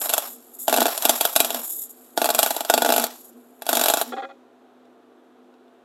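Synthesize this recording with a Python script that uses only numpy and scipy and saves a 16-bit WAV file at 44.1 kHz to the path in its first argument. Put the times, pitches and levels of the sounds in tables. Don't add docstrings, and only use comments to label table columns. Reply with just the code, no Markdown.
import sys
import numpy as np
from scipy import signal
from scipy.fft import rfft, irfft
from scipy.io import wavfile

SR = 44100
rng = np.random.default_rng(int(sys.argv[2]) if len(sys.argv) > 2 else 0)


def generate_wav(signal):
    frames = np.transpose(np.atleast_2d(signal))
    scaled = np.clip(frames, -1, 1) * 32767
    pcm = np.round(scaled).astype(np.int16)
    wavfile.write(sys.argv[1], SR, pcm)


N = 257544

# pitch_hz, level_db (rms)
HUM_TONES = [(125, -41.5), (250, -53.5), (354, -65.5), (454, -65)]
# pitch_hz, relative level_db (per Hz)
FAN_SPECTRUM = [(40, -33), (120, -15), (210, -4.5), (300, -11), (440, -11), (510, -16), (590, -15.5),
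                (630, -16.5), (690, -11.5), (900, -21), (1400, -23), (2100, -34.5), (3700, -35),
                (4800, -44.5), (12500, -48.5), (16000, -65)]
FAN_DB = -53
# pitch_hz, relative level_db
GROAN_TONES = [(121, -33), (242, 4.5), (335, -15.5), (462, -11)]
# start_s, length_s, relative level_db
CURRENT_SURGES = [(.26, 0.12, -49), (.69, 0.13, -27), (1.03, 0.11, -36), (1.36, 0.22, -35.5),
                  (2.16, 0.22, -35.5), (2.72, 0.32, -29.5), (3.27, 0.13, -45.5), (3.68, .12, -28),
                  (4.02, 0.12, -34.5)]
SURGE_ATTACK_S, SURGE_RELEASE_S, STEADY_LOAD_DB = 0.04, 0.027, -59
# pitch_hz, t60_s
ROOM_DECAY = [(250, 0.59), (700, 0.35), (2000, 0.36), (6000, 0.65), (12000, .24), (16000, .18)]
# delay_s, gain (linear)
NEAR_ECHOES = [(.0013, 0.39), (.0046, 0.33), (.0061, 0.26), (0.0099, .1), (0.0145, 0.04)]

# start_s, level_db
HANDLING_TICKS = [(4.853, -66.5), (5.54, -66.5), (5.68, -69.5)]
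# start_s, length_s, level_db, slip rate at the start_hz, slip rate at the end_hz
CREAK_RUBS = [(4.121, .021, -29, 460, 330), (4.166, .019, -30, 450, 250), (4.179, 0.026, -32, 268, 276),
              (4.222, 0.033, -32.5, 230, 276), (4.29, 0.03, -43, 170, 270)]
# pitch_hz, relative level_db, t60_s
SHELL_MODES = [(547.4, -7.5, 0.17), (788, 4.5, 0.075), (1195, 3, 0.013), (1372, -3.5, 0.044),
               (1645, -10, 0.042), (1930, -2.5, 0.012), (2470, -18, 0.11), (3340, -0.5, 0.0064),
               (4170, -12, 0.006)]

# time_s, relative level_db
SIMMER_LEVEL = [(0.4, -55), (2.05, -54), (3.5, -65.5), (4.1, -63.5), (4.4, -90)]
SPARKS_PER_S, SPARKS_DB, SPARKS_SPREAD_DB = 470, -4.5, 3.5
# start_s, length_s, relative level_db
OPEN_ARC_SPELLS = [(0.0, 0.068, -27.5), (.1, 0.247, -37.5), (.535, 0.013, -38.5), (.585, 1.265, -33.5),
                   (1.145, 0.028, -28), (1.63, .19, -32), (1.892, 0.015, -38), (2.165, 0.15, -37),
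                   (2.36, .19, -30.5), (2.56, .15, -42), (2.75, .29, -38), (3.09, 0.2, -47),
                   (3.675, 0.35, -32), (4.03, .06, -50), (4.068, 0.017, -45)]
HISS_ATTACK_S, HISS_RELEASE_S, ARC_OFF_S = 0.003, 0.012, 4.1
# pitch_hz, relative level_db (per Hz)
HISS_SPECTRUM = [(2000, -37.5), (3100, -37.5), (3600, -20.5), (4400, -35.5), (5600, -22.5), (6300, -33.5),
                 (6800, -7.5), (7800, -9.5), (8600, -11.5), (10200, -10.5), (11800, 1), (12800, -11),
                 (14000, -11), (15200, -23.5)]
# pitch_hz, relative level_db (per Hz)
FRYING_SPECTRUM = [(100, -32), (190, -22.5), (245, -13), (370, -10), (680, 5), (1000, 0.5), (1450, -3),
                   (2100, -10.5), (3600, -7), (4800, -12.5), (5600, -6.5), (7000, -25), (14000, -15.5)]

# start_s, gas knock relative level_db, metal spit relative level_db
LOUD_POPS = [(0.015, -23.5, -25.5), (0.057, -24.5, -29), (0.092, -26, -19.5), (0.098, -22, -20.5),
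             (0.136, -15.5, -11.5), (0.179, -17.5, -15), (0.68, -8.5, -17), (0.695, -20, -23.5),
             (0.726, -9, -18.5), (0.74, -10.5, -18), (0.762, -18, -18.5), (0.773, -12, -20),
             (0.783, -11.5, -25), (0.804, -18, -16), (0.817, -9.5, -21.5), (0.826, -22, -19),
             (0.855, -10.5, -22), (0.865, -16.5, -20.5), (0.881, -18.5, -26.5), (0.976, -25, -20),
             (1.022, -27.5, -21), (1.052, -6.5, -9.5), (1.093, -6.5, -7.5), (1.209, -13.5, -13),
             (1.251, -13.5, -12), (1.361, -9, -7), (1.402, -7, -7.5), (1.446, -18.5, -19),
             (1.504, -18.5, -22.5), (1.545, -20, -23), (2.175, -8.5, -22), (2.216, -9, -22),
             (2.243, -12, -19), (2.256, -14.5, -19), (2.289, -13, -21.5), (2.302, -12.5, -18.5),
             (2.347, -16.5, -16), (2.389, -8, -8), (2.429, -8.5, -11), (2.461, -16.5, -19.5),
             (2.506, -17, -20.5), (2.564, -18, -23.5), (2.606, -17.5, -23.5), (2.648, -25, -30),
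             (2.698, -4.5, -12.5), (2.738, -5.5, -11.5), (2.777, -9, -18.5), (2.82, -7.5, -17.5),
             (2.847, -10, -22), (2.86, -11.5, -22), (2.89, -8.5, -22), (2.902, -11, -20.5),
             (2.922, -10.5, -16.5), (2.938, -14, -22.5), (2.962, -11.5, -16), (2.979, -13.5, -17),
             (2.997, -16.5, -20.5), (3.039, -15, -18), (3.62, -27, -33), (3.665, -23.5, -28.5),
             (3.69, -11, -16.5), (3.729, -10, -16.5), (3.752, -18, -18.5), (3.77, -12.5, -17),
             (3.794, -16, -20.5), (3.812, -12.5, -16), (3.837, -15, -15.5), (3.858, -12.5, -16.5),
             (3.883, -14.5, -14.5), (3.899, -10, -15.5), (3.937, -9.5, -15.5), (3.971, -14.5, -22.5),
             (4.013, -14.5, -20.5)]
# pitch_hz, relative level_db (per Hz)
CRACK_SPECTRUM = [(40, -28.5), (160, -40.5), (260, 4), (1500, 3), (2100, -9), (2700, 2.5), (3050, -5),
                  (3450, 7.5), (4000, -1.5), (4900, -4), (5700, -6.5), (7000, -9.5), (12000, -16)]
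# pitch_hz, relative level_db (per Hz)
SPIT_SPECTRUM = [(1500, -26), (3500, -9), (6100, -13.5), (7300, -3), (8700, -5.5), (9900, -4.5),
                 (11000, -2.5), (12100, 2), (12900, -8), (14000, -11), (15200, -37), (16000, -28.5)]
# pitch_hz, relative level_db, t60_s
BENCH_MODES = [(250.6, -9.5, 0.11), (294, -8.5, 0.071), (350, 1, 0.04), (457.3, -0.5, 0.057),
               (497, 3, 0.04)]
# pitch_hz, relative level_db, t60_s
WORK_MODES = [(601, -18.5, 0.02), (692, 3.5, 0.032), (735, 4, 0.039), (791, -8.5, 0.019), (854.4, 3, 0.031),
              (1169.4, -7.5, 0.11), (1417, -5, 0.079), (1518.2, -27, 0.021), (1570, -15, 0.047)]
TOUCH_LEAD_S, TOUCH_DB, TOUCH_PER_SPIT = 0.0065, -18, 0.82
SPATTER_PER_S, SPATTER_KNOCK_DB, SPATTER_SPIT_DB, SPATTER_SPREAD_DB = 26, -33.5, -28.5, 3
BOOM_DB, BOOM_PER_DULLNESS, BOOM_STIR_DB = -24, 0.67, 3.5
STIR_S, FULL_STIR_DB, STIR_GROWTH = 0.029, -15.5, 0.4

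WELD_DELAY_S = 0.25 / 343
LOW_CUT_HZ, PORT_NOTCH_HZ, EDGE_HZ = 270.8, 9590, 16000


def amp(db):
    return 10 ** (np.asarray(db) / 20)


def unit(x):
    return x / np.sqrt(np.mean(x ** 2) + 1e-20)


def punch(x, size=441):
    return x / np.sqrt(np.sum(x[:size] ** 2) / size + 1e-20)


def read(points, hz):
    f, value = np.transpose(points)
    return np.interp(np.log(hz + 1), np.log(f + 1), value)


def add(mix, s, sound):
    part = mix[max(round(s * SR), 0):][:len(sound)]
    part += sound[:len(part)]


def wander(hz):
    hz_axis = np.fft.rfftfreq(N, 1 / SR)
    spectrum = rfft(rng.standard_normal(N)) / (1 + (hz_axis / hz) ** 4)
    return unit(irfft(spectrum, N))


def colour(x, points, size=2048):
    hz = abs(np.fft.fftfreq(size, 1 / SR))
    log_gain = np.log(amp(read(points, hz)))
    taps = np.fft.ifft(np.exp(np.conj(signal.hilbert(log_gain)))).real
    return signal.fftconvolve(x, taps[:size // 2])[:len(x)]


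def ring(modes, t):
    return sum(amp(db - 60 * t / t60) * np.sin(2 * np.pi * hz * t) for hz, db, t60 in modes)


def spells(rows, attack_s, release_s):
    t, power = np.arange(N) / SR, np.zeros(N)
    for s, length, db in rows:
        rise = 1 - np.exp(-np.maximum(t - s, 0) / attack_s)
        fall = np.exp(-np.maximum(t - s - length, 0) / release_s)
        power += (amp(db) * rise * fall) ** 2
    return np.sqrt(power)


def tones(lines, waver, waver_hz, sway):
    t, out = np.arange(N) / SR, np.zeros(N)
    for hz, db in lines:
        strength = 1 + sway * wander(waver_hz)
        phase = 2 * np.pi * hz * t + waver * wander(waver_hz)
        out += amp(db) * unit(strength * np.sin(phase))
    return out


def machines(load_db=-3, gust_db=0.14, gust_hz=7):
    surges = spells(CURRENT_SURGES, SURGE_ATTACK_S, SURGE_RELEASE_S)
    steady = spells([(0.0065, ARC_OFF_S, STEADY_LOAD_DB)], SURGE_ATTACK_S, SURGE_RELEASE_S)
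    groan = amp(load_db) * (steady + surges) * tones(GROAN_TONES, waver=0.84, waver_hz=18, sway=0.25)
    hum = tones(HUM_TONES, waver=0.34, waver_hz=5.2, sway=0.22)
    rush = unit(colour(rng.standard_normal(N), FAN_SPECTRUM))
    fan = amp(FAN_DB + gust_db * wander(gust_hz)) * rush
    return groan + hum + fan


def workshop(x, clutter_db=-8, clutter_s=0.0082, tail_db=-17.5, build_s=0.0016):
    t = np.arange(SR * 2 // 3) / SR
    signs = rng.choice([-1, 1], (2, len(t)))
    sparse = rng.random((2, len(t))) < 0.12
    tail_hits, clutter_hits = signs * sparse * (1 - np.exp(-t / build_s))
    hz, frame_s, bands = signal.stft(tail_hits, SR, nperseg=256)
    decay = amp(-60 * frame_s / read(ROOM_DECAY, hz)[:, None])
    tail = signal.istft(bands * decay, SR)[1][:len(t)]
    treble_only = signal.butter(3, 2800, "high", fs=SR, output="sos")
    clutter = signal.sosfilt(treble_only, clutter_hits * np.exp(-t / clutter_s))
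    response = amp(tail_db) * tail / np.linalg.norm(tail)
    response += amp(clutter_db) * clutter / np.linalg.norm(clutter)
    return signal.fftconvolve(x, response)[:N]


def echoed(x):
    out = x.copy()
    for delay, gain in NEAR_ECHOES:
        add(out, delay, gain * x)
    return out


def handling(tick_s=0.0042):
    t, out = np.arange(SR // 16) / SR, np.zeros(N)
    for s, db in HANDLING_TICKS:
        burst = rng.standard_normal(len(t)) * np.exp(-t / tick_s)
        add(out, s, amp(db) * punch(colour(burst, CRACK_SPECTRUM)))
    return out


def creak(jitter=0.18, scrape=0.11, top_hz=4700):
    out, shell = np.zeros(N), ring(SHELL_MODES, np.arange(SR // 16) / SR)
    for s, length, db, start_hz, end_hz in CREAK_RUBS:
        n = int(length * SR)
        turns = np.cumsum(np.linspace(start_hz, end_hz, n)) / SR
        slips = np.diff(np.floor(turns), prepend=-1)
        slips = slips * (1 + jitter * rng.standard_normal(n))
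        sound = signal.fftconvolve(slips + scrape * rng.standard_normal(n), shell)
        add(out, s, amp(db) * punch(sound, size=n))
    return signal.sosfilt(signal.cheby2(6, 40, top_hz / 0.8, fs=SR, output="sos"), out)


def simmer():
    return amp(np.interp(np.arange(N) / SR, *np.transpose(SIMMER_LEVEL), right=-100))


def sparks():
    size_db = SPARKS_SPREAD_DB * np.minimum(rng.exponential(1, N), 4)
    bursts = amp(size_db) * (rng.random(N) < SPARKS_PER_S / SR)
    return amp(SPARKS_DB) * simmer() * unit(colour(echoed(bursts), SPIT_SPECTRUM))


def stirring():
    kicks, age = np.zeros(N), np.arange(SR) / SR / STIR_S
    for s, _, metal_db in LOUD_POPS:
        add(kicks, s, [amp(STIR_GROWTH * (metal_db - FULL_STIR_DB))])
    return abs(signal.fftconvolve(kicks, age * np.exp(-age))[:N])


def burning(fade_s=0.08):
    return np.exp(-np.maximum(np.arange(N) / SR - ARC_OFF_S, 0) / fade_s)


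def arc(stir, hiss_db=-1.5, frying_db=-40, frying_growth=0.8, fanning_db=-4,
        hiss_flutter_db=4.0, frying_flutter_db=6.0, flutter_hz=60, grain=0.42):
    flutter = np.tanh(wander(flutter_hz))
    hiss_noise, frying_noise, roughness = rng.standard_normal((3, N))
    grains = np.exp(grain * roughness)
    hiss = unit(colour(hiss_noise * grains * amp(hiss_flutter_db * flutter), HISS_SPECTRUM))
    frying = unit(colour(frying_noise * grains * amp(frying_flutter_db * flutter), FRYING_SPECTRUM))
    opening = np.hypot(spells(OPEN_ARC_SPELLS, HISS_ATTACK_S, HISS_RELEASE_S), simmer())
    heat = amp(frying_db) * stir ** frying_growth
    heat += amp(fanning_db) * opening * np.tanh(2 * stir)
    return amp(hiss_db) * opening * hiss + heat * frying


def shock(t, shock_db=3, shock_s=0.00012, lag_s=0.0003):
    u = np.maximum(t - lag_s, 0) / shock_s
    return -amp(shock_db) * (t > lag_s) * (1 - u) * np.exp(-u)


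def pop(gas_db, metal_db, stir, knock_db=-6.5, crack_db=-7.5, spit_db=-3, crack_s=0.0026, spit_s=0.0024,
        swell_s=0.00049, snap=5, ragged=0.86, detune=0.012, gas_share=0.56):
    t = np.arange(SR // 5) / SR
    front = -snap * (t == 0)
    crack_noise, spit_noise, roughness = rng.standard_normal((3, len(t)))
    stretch = 1 + detune * rng.standard_normal()
    boom = punch(-ring(BENCH_MODES, t * stretch))
    knock = punch(echoed(-ring(WORK_MODES, t * stretch)))
    crack = punch(echoed(colour(front + crack_noise * np.exp(-t / crack_s), CRACK_SPECTRUM)))
    spray = spit_noise * np.exp(ragged * roughness - t / spit_s) * (1 - np.exp(-t / swell_s))
    spit = punch(colour(spray, SPIT_SPECTRUM))
    dullness_db = gas_db - metal_db
    boom_level = gas_db + BOOM_DB + BOOM_PER_DULLNESS * dullness_db + BOOM_STIR_DB * stir
    crack_level = metal_db + gas_share * dullness_db
    body = amp(boom_level) * boom + amp(gas_db + knock_db) * knock
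    snap_and_crack = amp(crack_level) * (shock(t) + amp(crack_db) * crack)
    return body + snap_and_crack + amp(metal_db + spit_db) * spit


def spatter(stir, count=6):
    out = np.zeros(N)
    for _ in range(count):
        struck = rng.random(N) < stir * SPATTER_PER_S / count / SR
        hits = struck * amp(SPATTER_SPREAD_DB * rng.uniform(-1, 1, N))
        small_pop = pop(SPATTER_KNOCK_DB, SPATTER_SPIT_DB, 1)
        out += signal.oaconvolve(hits * np.tanh(stir), small_pop)[:N]
    return out


def pops(stir):
    out = np.zeros(N)
    for s, gas_db, metal_db in LOUD_POPS:
        touch_db = min(TOUCH_DB + TOUCH_PER_SPIT * (metal_db - gas_db), -6)
        add(out, s - TOUCH_LEAD_S, pop(gas_db + touch_db, metal_db + touch_db, 0))
        add(out, s, pop(gas_db, metal_db, stir[round(s * SR)]))
    return out


def scene(hinge_room_db=-4):
    stir, work, hinge = stirring(), sparks() + handling(), creak()
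    weld = pops(stir) + burning() * (spatter(stir) + arc(stir))
    add(work, WELD_DELAY_S, weld)
    room = workshop(work + amp(hinge_room_db) * hinge)
    return (work + hinge + room + machines())[None]


def record(dry, ceiling=0.67, notch_q=9, notch_depth=0.57, unfiltered_db=-38):
    low_cut = signal.butter(7, LOW_CUT_HZ, "high", fs=SR, output="sos")
    thin = signal.sosfilt(low_cut, dry)
    thin = thin + amp(unfiltered_db) * dry
    notched = signal.lfilter(*signal.iirnotch(PORT_NOTCH_HZ, notch_q, SR), thin)
    dipped = thin + notch_depth * (notched - thin)
    squashed = ceiling * np.tanh(dipped / ceiling)
    centred = signal.lfilter(*signal.butter(1, 60, "high", fs=SR), squashed)
    band_edge = signal.firwin(301, EDGE_HZ, window=("kaiser", 9), fs=SR)
    return signal.oaconvolve(centred, band_edge[None], "same")


dry = scene()
out = record(dry)
generate_wav(out)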